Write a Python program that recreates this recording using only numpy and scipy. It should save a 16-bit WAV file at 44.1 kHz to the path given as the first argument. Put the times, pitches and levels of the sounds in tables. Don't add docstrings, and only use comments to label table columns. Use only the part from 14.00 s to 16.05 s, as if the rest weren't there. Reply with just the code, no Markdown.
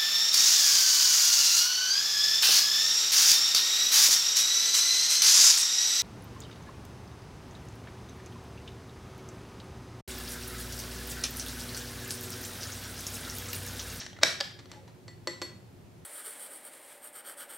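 import sys
import numpy as np
from scipy import signal
from scipy.fft import rfft, irfft, next_fast_len
from scipy.io import wavfile
from scipy.ndimage import uniform_filter1d

SR = 44100
rng = np.random.default_rng(int(sys.argv[2]) if len(sys.argv) > 2 else 0)


def master(y):
    cut = np.clip(np.atleast_2d(y).T, -1, 1)
    pcm = np.round(cut * 32767)
    wavfile.write(sys.argv[1], SR, pcm.astype(np.int16))


N = 90404
T = np.arange(SR * 3 // 4) / SR

# t/s, level/dB, crack decay setting/s
SEALED_CONTACTS = [(.2285, -34.5, .012), (.2308, -19, .014), (.2330, -5, 0.013)]
# t/s, level/dB, crack decay setting/s
FREED_CONTACTS = [(.4035, -25.5, 0.024), (.4081, -18, 0.016)]
# f/Hz, level/dB, t60/s
SEALED_RESONANCES = [(655, -14, .035), (1535, -18, .04), (1620, -14, .05), (1985, -21, .03),
                     (2220, -18, .035), (2335, -18, .035), (3715, -13, .03), (3980, -12, .028),
                     (4180, -18, .03), (4400, -17, .028), (5318, -18, .03), (5612, -10, .028)]
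# f/Hz, level/dB, t60/s
FREED_RESONANCES = [(561, -12, .06), (813, -14, .05), (1690, -11, .05), (3228, -14, .05), (3873, -16, .035),
                    (4116, -13, .035), (4468, -13, .03), (4812, -8, .026), (5471, -8, .02)]
# f/Hz, relative level per Hz/dB
SEALED_CRACK_COLOUR = [(100, -24), (300, -9), (480, -9), (680, -3), (1250, -9), (1700, -2), (2300, -4),
                       (3000, -9), (4000, 1), (4900, -6), (5700, -1), (6400, -8), (8000, -11), (9000, -24),
                       (15000, -30)]
# f/Hz, relative level per Hz/dB
FREED_CRACK_COLOUR = [(100, -25.5), (400, -7), (1000, -6), (2000, -6.5), (2700, -6), (5000, 1.5),
                      (6200, -9.5), (8000, -15), (9500, -28.5), (14000, -29.5)]
SEALED_RING_DB, FREED_RING_DB = 1, -2


def blow(contacts, resonances, colour, ring_db):
    out = np.zeros((2, N))
    for start, db, decay in contacts:
        impact = coloured(crack(decay), colour)
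        body = amp(ring_db) * ring(resonances)
        add(out, start, in_room(amp(db) * (impact + body)))
    return out


# t/s, level/dB, rise/s, t60/s, brightness/dB per octave, resonance f/Hz, resonance level/dB
ICE_SHIFTS = [(0, -33.5, 0.00053, 0.044, 4.5, 5620, 12.5), (.009, -35.5, 0.002, 0.11, 1, 1810, 7),
              (0.029, -43.5, 0.0085, 0.2, 2.5, 5700, 10), (.0633, -28, 0.0013, .016, 0.5, 1910, 6),
              (0.0983, -44, 0.00027, .012, -1.5, 3840, 10), (.13, -38, 0.00046, .012, -2.5, 3330, 9),
              (0.163, -40.5, 0.0034, 0.047, -3.5, 1953, 13), (0.1879, -41.5, 0.00042, 0.029, -3, 1292, 13),
              (0.212, -39, 0.0023, .06, -4.5, 700, -3), (0.2181, -34.5, 0.005, 0.14, -2.5, 1708, 2.5),
              (0.2423, -25.5, .002, 0.07, -4, 2410, 4.5), (.26, -31.5, .012, 0.26, 2, 4396, 1),
              (0.5098, -40.5, 0.00058, 0.016, -2, 2160, 16), (0.5896, -43, 0.00025, 0.056, -2.5, 293, 18),
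              (0.6567, -39, 0.00058, 0.01, -2.5, 1950, 9), (0.694, -53.5, 0.0032, 0.12, -2.5, 2000, 9),
              (.727, -46, .003, 0.099, -4, 2230, 6), (0.8764, -51, .0003, 0.093, -2.5, 1000, 13.5)]
# f/Hz, relative level per Hz/dB
ICE_TONE = [(150, -24), (600, -1.5), (1100, -6), (1800, -2.5), (2600, -6), (3500, -3), (4400, -1),
            (5100, -8), (5700, -3), (6400, -8), (7500, -11), (9500, -22.5), (15000, -37)]
ICE_GRAINS_PER_S, ICE_HISS = 1300, 1
ICE_PEAK_OCTAVES = 0.14


def ice():
    out = np.zeros((2, N))
    for start, db, rise, t60, tilt_db, peak_hz, peak_db in ICE_SHIFTS:
        env = fade(t60, rise)
        collides = rng.random(len(T)) < ICE_GRAINS_PER_S / SR
        grains = unit(collides * rng.standard_normal(len(T)))
        cluster = env * (grains + ICE_HISS * rng.standard_normal(len(T)))
        cluster = cluster * np.linalg.norm(env) / np.linalg.norm(cluster)
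        shift = coloured(cluster, ICE_TONE, tilt_db, peak_hz, peak_db)
        add(out, start, in_room(amp(db) * shift))
    return out


# t/s, tick level/dB, tick decay setting/s, ring level/dB, body level/dB,
# place struck (0 wall - 1 rim)
GLASS_TAPS = [(0.7154, -37.5, .022, -54.5, -55, 0.34), (1.0802, -44.5, .03, -50, -51.5, 0),
              (1.2725, -26.5, 0.024, -33.5, -30.5, 0), (1.4166, -26.5, 0.013, -74, -33.5, 0.38),
              (1.4208, -33.5, 0.034, -36.5, -42, 0.91)]
# f/Hz, level struck on the wall/dB, level struck on the rim/dB, t60/s
STEEL_RING = [(1790, -6, -18, .07), (1967, -2, -8, .22), (2020, -6, -16, .06), (3458, -19, -17, .22),
              (4020, -9, -11, .04), (4392, -4, 0, .22), (4430, 1, -11, .045), (5556, -21, -20, .14),
              (7492, -10, -13, .27), (7560, -12, -16, .08), (11335, -31, -21, .13)]
# f/Hz, level struck on the wall/dB, level struck on the rim/dB, t60/s
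TIN_HOLLOW = [(282, -10, -13, 0.075), (347.4, -3, -8, 0.19), (527.4, -5.5, -10, .1), (604, -4.5, -4, 0.074),
              (849, -19, -41, 0.17), (1007, -3, -2.5, 0.064), (1157, -10, 6, 0.029)]
# f/Hz, relative level per Hz/dB
TICK_COLOUR = [(120, -13.5), (300, -8), (600, -7.5), (1150, -1.5), (1500, -2.5), (2200, -2.5), (2800, -6.5),
               (3900, -2), (5000, -5), (5800, -1.5), (6900, -11.5), (8000, -7), (9200, -21), (15000, -28)]


def struck(modes, place):
    return ring([(hz, wall + place * (rim - wall), t60) for hz, wall, rim, t60 in modes])


def clinks():
    out = np.zeros((2, N))
    for start, db, decay, ring_db, body_db, place in GLASS_TAPS:
        tick = amp(db) * coloured(crack(decay), TICK_COLOUR)
        steel = amp(ring_db) * struck(STEEL_RING, place)
        knock = amp(body_db) * struck(TIN_HOLLOW, place)
        add(out, start, in_room(tick + steel + knock))
    return out


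# t of the crest/s, swell length/s, f/Hz, level/dB
RUB_SWELLS = [(0.785, 0.029, 846, -57), (0.816, 0.095, 533, -60.5)]
RUB_WIDTH_HZ = 52


def rubs():
    t = np.arange(N) / SR
    out = np.zeros(N)
    for crest, length, hz, db in RUB_SWELLS:
        swell = np.exp(-((t - crest) / length) ** 2)
        out += amp(db) * swell * narrow(hz, RUB_WIDTH_HZ)
    return out


# f/Hz, relative level per Hz/dB
AIR_COLOUR = [(15, -61), (25, -28), (70, -15), (102, -2.5), (137, -10.5), (180, -9), (206, -21),
              (242, -12.5), (326, -21), (363, -13.5), (427, -21), (714, -24.5), (1130, -30.5), (1400, -32),
              (16000, -47.5)]
# f/Hz, likeness (0-1)
AIR_LIKENESS = [(40, .7), (80, .5), (160, .75), (350, .67), (700, .25), (1200, .05), (2600, .3), (5000, .4),
                (14000, .15)]
# f/Hz, level/dB, width/Hz
FAN_TONES = [(108, -62.5, 9.7), (191, -66, 10), (357, -68.5, 14)]
AIR_DB = -52


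def ventilation():
    air = unit(spread(rng.standard_normal((2, N)), AIR_COLOUR, AIR_LIKENESS))
    hum = sum(amp(db) * narrow(hz, width) for hz, db, width in FAN_TONES)
    return amp(AIR_DB) * air + hum


# f/Hz, t60/s
ROOM_DECAY = [(200, .55), (600, .5), (1500, 0.48), (4000, 0.47), (9000, 0.35), (15000, .37)]
# f/Hz, level over the direct sound/dB
TAIL_COLOUR = [(150, 2), (600, -11.5), (1000, -8.5), (1600, -3.5), (2400, -4.5), (3700, -5), (4700, -8),
               (5700, -6), (7000, -8.5), (9000, -4), (12000, -1), (15000, -9)]
# f/Hz, likeness (0-1)
TAIL_LIKENESS = [(350, .78), (700, .43), (1200, .22), (2600, .38), (4000, .7), (7300, .8), (10000, .9),
                 (15000, .9)]
# f/Hz, level/dB
SIDE_SCATTER = [(350, -39.5), (1200, -17.5), (4000, -19), (7000, -20), (10000, -20.5), (15000, -25.5)]
SCATTER_DECAY_S = 0.008
ROOM_GAP_S, ROOM_BUILD_S = 0.0017, 0.011
COUNTER_S, COUNTER_DB = 0.00344, -13
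RADIATE_HZ = 171


def room_tail():
    hz, t, z = signal.stft(rng.standard_normal((2, len(T))), SR, nperseg=256)
    decay = np.exp(-np.log(1000) * t / along(ROOM_DECAY, hz)[:, None])
    tail = signal.istft(z * decay, SR, nperseg=256)[1][:, :len(T)]
    build = 1 - np.exp(-np.maximum(T - ROOM_GAP_S, 0) / ROOM_BUILD_S)
    tail = levelled(tail * build) * (1 - T / T[-1])
    return spread(tail / np.linalg.norm(tail[0]), TAIL_COLOUR, TAIL_LIKENESS)


def in_room(x):
    x = signal.sosfilt(signal.butter(2, RADIATE_HZ, 'high', fs=SR, output='sos'), x)
    tail = room_tail()
    bounce = np.pad(x, (round(COUNTER_S * SR), 0))[:len(T)]
    near = x + amp(COUNTER_DB) * bounce
    scatter = crack(SCATTER_DECAY_S)
    scatter = scatter / np.linalg.norm(scatter)
    side_gain = amp(along(SIDE_SCATTER, np.fft.rfftfreq(len(T), 1 / SR)))
    side = irfft(rfft(near) * rfft(scatter) * side_gain, len(T))
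    reverb = signal.fftconvolve(x[None], tail, axes=1)[:, :len(T)]
    return np.array([near + side, near - side]) + reverb


CRACK_RISE_S, RING_RISE_S = 0.0002, 0.0003


def crack(decay):
    env = fade(decay, CRACK_RISE_S)
    z = rfft(env * rng.standard_normal(len(T)))
    even = irfft(z / (abs(z) + 1e-12), len(T))
    even = even * np.exp(-T / decay)
    return even * np.linalg.norm(env) / np.linalg.norm(even)


def ring(modes):
    out = np.zeros(len(T))
    for hz, db, t60 in modes:
        tone = np.sin(2 * np.pi * (hz * T + rng.random()))
        out += amp(db) * fade(t60, RING_RISE_S) * tone
    return out


def narrow(hz, width_hz):
    f = np.fft.rfftfreq(N, 1 / SR)
    noise = rfft(rng.standard_normal(N))
    return unit(irfft(noise / (1 + (2 * (f - hz) / width_hz) ** 2), N))


def coloured(x, points, tilt_db=0, peak_hz=1000, peak_db=0):
    n = len(T)
    hz = np.fft.rfftfreq(2 * n, 1 / SR)
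    octaves = np.log2(np.maximum(hz, 200) / peak_hz)
    peak = peak_db * np.exp(-(octaves / ICE_PEAK_OCTAVES) ** 2)
    gain = unit(amp(along(points, hz) + tilt_db * octaves + peak))
    cep = irfft(np.log(gain + 1e-6))
    cep[1:n] *= 2
    cep[n + 1:] = 0
    return irfft(rfft(x, 2 * n) * np.exp(rfft(cep)))[:n]


def spread(pair, spectrum, alike):
    hz = np.fft.rfftfreq(pair.shape[1], 1 / SR)
    turn = np.arccos(np.clip(along(alike, hz), -1, 1)) / 2
    shaped = rfft(pair) * amp(along(spectrum, hz))
    mid, side = irfft(shaped * [np.cos(turn), np.sin(turn)], pair.shape[1])
    return np.array([mid + side, mid - side])


def levelled(x, size=48):
    z = rfft(x)
    power = np.abs(uniform_filter1d(abs(z) ** 2, size))
    return irfft(z / np.sqrt(power + 1e-12), x.shape[-1])


def fade(t60, rise):
    return np.exp(-np.log(1000) * T / t60) * (1 - np.exp(-T / rise))


def along(points, hz):
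    f, v = np.transpose(points)
    return np.interp(np.log(hz + 1), np.log(f + 1), v)


def amp(db):
    return 10 ** (np.asarray(db) / 20)


def unit(x):
    return x / np.sqrt(np.mean(x ** 2) + 1e-20)


def add(out, start, x):
    i = max(round(start * SR), 0)
    out[:, i:i + x.shape[-1]] += x[..., :N - i]


def scene():
    sealed = blow(SEALED_CONTACTS, SEALED_RESONANCES, SEALED_CRACK_COLOUR, SEALED_RING_DB)
    freed = blow(FREED_CONTACTS, FREED_RESONANCES, FREED_CRACK_COLOUR, FREED_RING_DB)
    return sealed + freed + ice() + clinks() + rubs() + ventilation()


PEAK_TOP, TOP_HZ = 0.85, 15700


def record(dry):
    x = dry / (1 + (dry / PEAK_TOP) ** 6) ** (1 / 6)
    m = next_fast_len(N + SR // 2)
    passes = np.fft.rfftfreq(m, 1 / SR) < TOP_HZ
    return irfft(rfft(x, m) * passes, m)[:, :N]


dry = scene()
out = record(dry)
master(out)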